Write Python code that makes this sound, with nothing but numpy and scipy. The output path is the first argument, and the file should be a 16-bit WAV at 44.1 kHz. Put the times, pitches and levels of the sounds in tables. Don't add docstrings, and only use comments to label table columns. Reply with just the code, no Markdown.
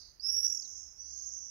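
import sys
import numpy as np
from scipy import signal
from scipy.fft import rfft, irfft
from scipy.io import wavfile

SR = 44100
rng = np.random.default_rng(int(sys.argv[2]) if len(sys.argv) > 2 else 0)


def digitize_waveform(pressure):
    field = np.atleast_2d(pressure).T
    bounded = np.clip(field, -1, 1)
    quanta = np.round(bounded * 32767).astype(np.int16)
    wavfile.write(sys.argv[1], SR, quanta)


def attenuation_scalar(level_db):
    decades = np.asarray(level_db, float) / 20
    return 10 ** decades


N = 66150
LEAD = 22050
ALL = N + LEAD
EDGE_S = .0015


def evened(x):
    return x / np.sqrt(np.mean(abs(x) ** 2) + 1e-20)


def read(points, hz):
    f, value = np.transpose(points)
    return np.interp(np.log(hz + 1), np.log(f + 1), value)


def drift(count, hz):
    z = rng.standard_normal(count) + 1j * rng.standard_normal(count)
    spectrum_shape = np.exp(-(np.fft.fftfreq(count, 1 / SR) / hz) ** 2)
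    return evened(np.fft.ifft(np.fft.fft(z) * spectrum_shape))


def placed(s, sound):
    out = np.zeros((2, ALL + SR))
    at = LEAD + round(s * SR)
    out[:, at:at + sound.shape[-1]] = sound
    return out[:, :ALL]


def whistle(turns, swing, partials):
    return sum(attenuation_scalar(db) * np.exp(1j * k * (turns + swing)) for k, db in partials)


def scream(rows, flutter, flutter_hz, octave_db, half_db, third_db=-80):
    s, *cols = np.transpose(rows)
    t = np.arange(s[0], s[-1], 1 / SR)
    hz, db, buzz_hz, depth = (np.interp(t, s, c) for c in cols)
    buzz_jitter, pitch_jitter_hz = .18, 40
    buzz = 2 * np.pi * np.cumsum(buzz_hz * (1 + buzz_jitter * drift(len(t), 91.4).real)) / SR
    turns = 2 * np.pi * np.cumsum(hz + pitch_jitter_hz * drift(len(t), 120).real) / SR
    swing = .25 * np.sin(buzz)
    rasp = attenuation_scalar(-13) * drift(len(t), 470)

    lower = whistle(turns, swing, [(1, 0.03)])
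    lower = lower * (1 + depth * np.cos(buzz) + rasp)
    upper = whistle(turns, 2.4 * swing, [(2, octave_db), (1.5, half_db), (3, third_db)])
    upper = upper * (1 + np.cos(buzz - .8) + 4.5 * rasp)

    def fading():
        return (1 + flutter * drift(len(t), flutter_hz)) / np.hypot(1, flutter)

    ports = np.array([(fading() * lower + fading() * upper).real for _ in "lr"])
    ends = np.clip(np.minimum(t - s[0], s[-1] - t) / EDGE_S, 0, 1)
    return placed(s[0], np.sqrt(2) * ends * attenuation_scalar(db) * ports)


def rumble_and_hiss():
    # f/Hz, level/dB
    hum = [(22, -26), (48, -6.5), (57, -16.5), (67, 1), (80, -14.5), (220, -27.5), (850, -31.5),
           (2000, -34)]
    # f/Hz, level/dB
    hiss = [(3300, -42), (5500, -37.5), (6800, -56), (7700, -63), (8500, -43.5), (9800, -46), (12000, -39),
            (15500, -47)]
    # f/Hz, level difference/dB
    balance = [(60, 17.5), (110, 18), (200, 10), (350, -0.5), (1000, -3), (3000, -5.5), (8000, 4),
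               (15000, 4.5)]
    # f/Hz, correlation/1
    coherence = [(40, .95), (100, .92), (180, .68), (350, .4), (700, .15), (1400, 0)]
    hz = np.fft.rfftfreq(N, 1 / SR)
    a, b, c, d = rng.standard_normal((len(hz), 4)).T
    same = np.clip(read(coherence, hz), -1, 1)
    tilt = attenuation_scalar(read(balance, hz))
    left = a + 1j * b
    right = same * left + np.sqrt(1 - same ** 2) * (c + 1j * d)
    z = np.array([left * tilt, right]) / np.hypot(1, tilt)
    return attenuation_scalar(-66) * evened(irfft(z * attenuation_scalar(read(hum + hiss, hz)), N))


def far_birds():
    # t/s, f/Hz, level/dB
    calls = [
        [(.945, 5250, -56), (.975, 5650, -47), (1.015, 5980, -41), (1.07, 6150, -44), (1.11, 6330, -42),
         (1.14, 6450, -38), (1.22, 6450, -40), (1.32, 6460, -41), (1.42, 6400, -45)],
        [(.36, 6000, -60), (.45, 6300, -43), (.58, 6300, -40), (.72, 6050, -42), (.79, 6300, -44),
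         (.9, 6300, -56)],
        [(.96, 5350, -62), (1.03, 5650, -48), (1.22, 5850, -46), (1.35, 5950, -43), (1.44, 5950, -42),
         (1.56, 5700, -47)],
        [(.98, 4700, -72), (1.07, 4800, -59), (1.2, 4850, -58), (1.36, 4900, -68)],
        [(.68, 5500, -58), (.76, 5450, -47), (.87, 5480, -54), (.92, 5400, -70)],
        [(-.3, 5200, -45), (-.02, 4900, -47), (.04, 4700, -52), (.12, 4500, -62)],
        [(-.3, 6200, -50), (-.02, 6150, -55), (.06, 6150, -57), (.18, 6150, -66)],
        [(.21, 5500, -56), (.214, 5500, -48), (.235, 5500, -56)],
    ]
    # echo/dB, buzz f/Hz, buzz depth/1, flutter share/1, flutter f/Hz, octave/dB, half line/dB
    air = [(-4.5, 260, 0, 0.46, 50, -51, -47), (-5.5, 500, 0.14, 1, 687, -38.5, -42.5),
           (-4, 210, 0, 0.83, 730, -55, -57), (-11, 250, 0.3, 6, 480, -51.5, -45),
           (-3.5, 110, 0, 1.3, 277, -59.5, -66), (-10.5, 600, 0.6, 9, 430, -26.5, -47),
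           (-14, 690, 0, 2.5, 240, -46.5, -49), (9, 300, 0.4, 2.7, 550, -35.5, -47)]
    direct, to_walls = 0, 0
    for rows, (echo_db, buzz_hz, depth, *colour) in zip(calls, air):
        bird = scream([(*row, buzz_hz, depth) for row in rows], *colour)
        direct = direct + bird
        to_walls = to_walls + attenuation_scalar(echo_db) * bird
    return direct, to_walls


def wall_echoes(x):
    # f/Hz, t60/s
    decay = [(3500, .9), (6000, .75), (9000, .4), (14000, .3)]
    gap_s = 0.004
    taps = rng.standard_normal((2, SR)) * (rng.random((2, SR)) < .05)
    taps = taps * (np.arange(SR) > gap_s * SR)
    hz, t, z = signal.stft(taps, SR, nperseg=256)
    tail = signal.istft(z * attenuation_scalar(-60 * t / read(decay, hz)[:, None]), SR, nperseg=256)[1]
    tail = tail / np.linalg.norm(tail[0]) * attenuation_scalar(np.array([[4], [0]]))
    blurred = x * drift(ALL, 163).real * np.sqrt(2)
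    return signal.fftconvolve(blurred, tail, axes=1)[:, :ALL]


def near_scream():
    # t/s, level/dB, buzz f/Hz, buzz depth/1
    buzzed = [
        (.218, -52, 291.4, 0.55),
        (0.231, -33, 285.7, 0.6),
        (0.264, -26, 278.1, 0.2),
        (0.308, -25, 271.2, 0.5),
        (0.35, -28, 268.2, 0.7),
        (0.38, -23, 243.7, 0.4),
        (0.423, -27.5, 234.2, 0),
        (.445, -23.5, 237.7, 1),
        (.47, -28, 245, 0.85),
    ]
    pitch = [4850, 5030, 5360, 5500, 5580, 5610, 5570, 5680, 5650]
    rows = [(s, hz, *rest) for hz, (s, *rest) in zip(pitch, buzzed)]
    return scream(rows, flutter=0.57, flutter_hz=80, octave_db=-29.5, half_db=-61.5, third_db=-39.5)


def note(start, length, db, hz, glide_hz):
    t = np.arange(0, length, 1 / SR)
    turns = 2 * np.pi * np.cumsum(hz + glide_hz * t / length) / SR
    shape = np.sin(np.pi / 2 * np.clip(np.minimum(t, length - t) / EDGE_S, 0, 1)) ** 2
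    ripple = np.array([1 + .15 * drift(len(t), 400) for _ in "lr"])
    tone = (whistle(turns, 0, [(1, 0.015), (2, -25), (1.49, -42)]) * ripple).real
    tick_hz, tick_s = 4400, .0025
    tick = attenuation_scalar(-56) * np.sin(np.pi * np.minimum(t / tick_s, 1)) ** 2 * np.sin(2 * np.pi * tick_hz * t)
    tick = tick * (start > .53)
    return placed(start, np.sqrt(2) * (attenuation_scalar(db) * shape * tone + tick))


def near_notes():
    notes = [
        (.1968, .015, -41, 4580, 300),
        (.4768, .009, -24.5, 5630, 30),
        (.4985, .0085, -26, 5640, 20),
        (.5222, .01, -24.5, 5660, 30),
        (.5468, .0098, -28, 5620, 20),
        (.5722, .008, -30.5, 5500, 30),
        (.5958, .008, -30.5, 5350, 40),
        (.6212, .008, -38, 4780, 60),
        (.6472, .007, -51, 4250, 40),
        (.658, .006, -54, 4000, -100),
    ]
    return sum(note(*row) for row in notes)


def swifts():
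    # f/Hz, level/dB
    left_port = [(2500, 2), (4300, -23.5), (5600, -20.5), (6500, -23), (7300, -30), (8500, -4.5),
                 (11000, -6.5), (15000, -8.5)]
    # f/Hz, level/dB
    beak = [(3200, -7), (4200, -1), (8500, -4), (9300, -24), (10000, -10), (11200, 4.5), (12200, -1.5),
            (15000, -3.5)]
    left_lag_s = 0.0005754
    far, far_to_walls = far_birds()
    near = near_scream() + near_notes()
    left, right = near + far + wall_echoes(attenuation_scalar(-13) * near + far_to_walls)
    hz = np.fft.rfftfreq(ALL, 1 / SR)
    lag = np.exp(-2j * np.pi * hz * left_lag_s)
    left = irfft(rfft(left) * attenuation_scalar(read(left_port, hz)) * lag, ALL)
    return irfft(rfft(np.array([left, right])) * attenuation_scalar(read(beak, hz)), ALL)[:, LEAD:]


def scene():
    return rumble_and_hiss() + swifts()


def roll_off(x):
    return signal.sosfilt(signal.butter(12, 15920, fs=SR, output="sos"), x)


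def record(dry):
    return roll_off(dry)


dry = scene()
out = record(dry)
digitize_waveform(out)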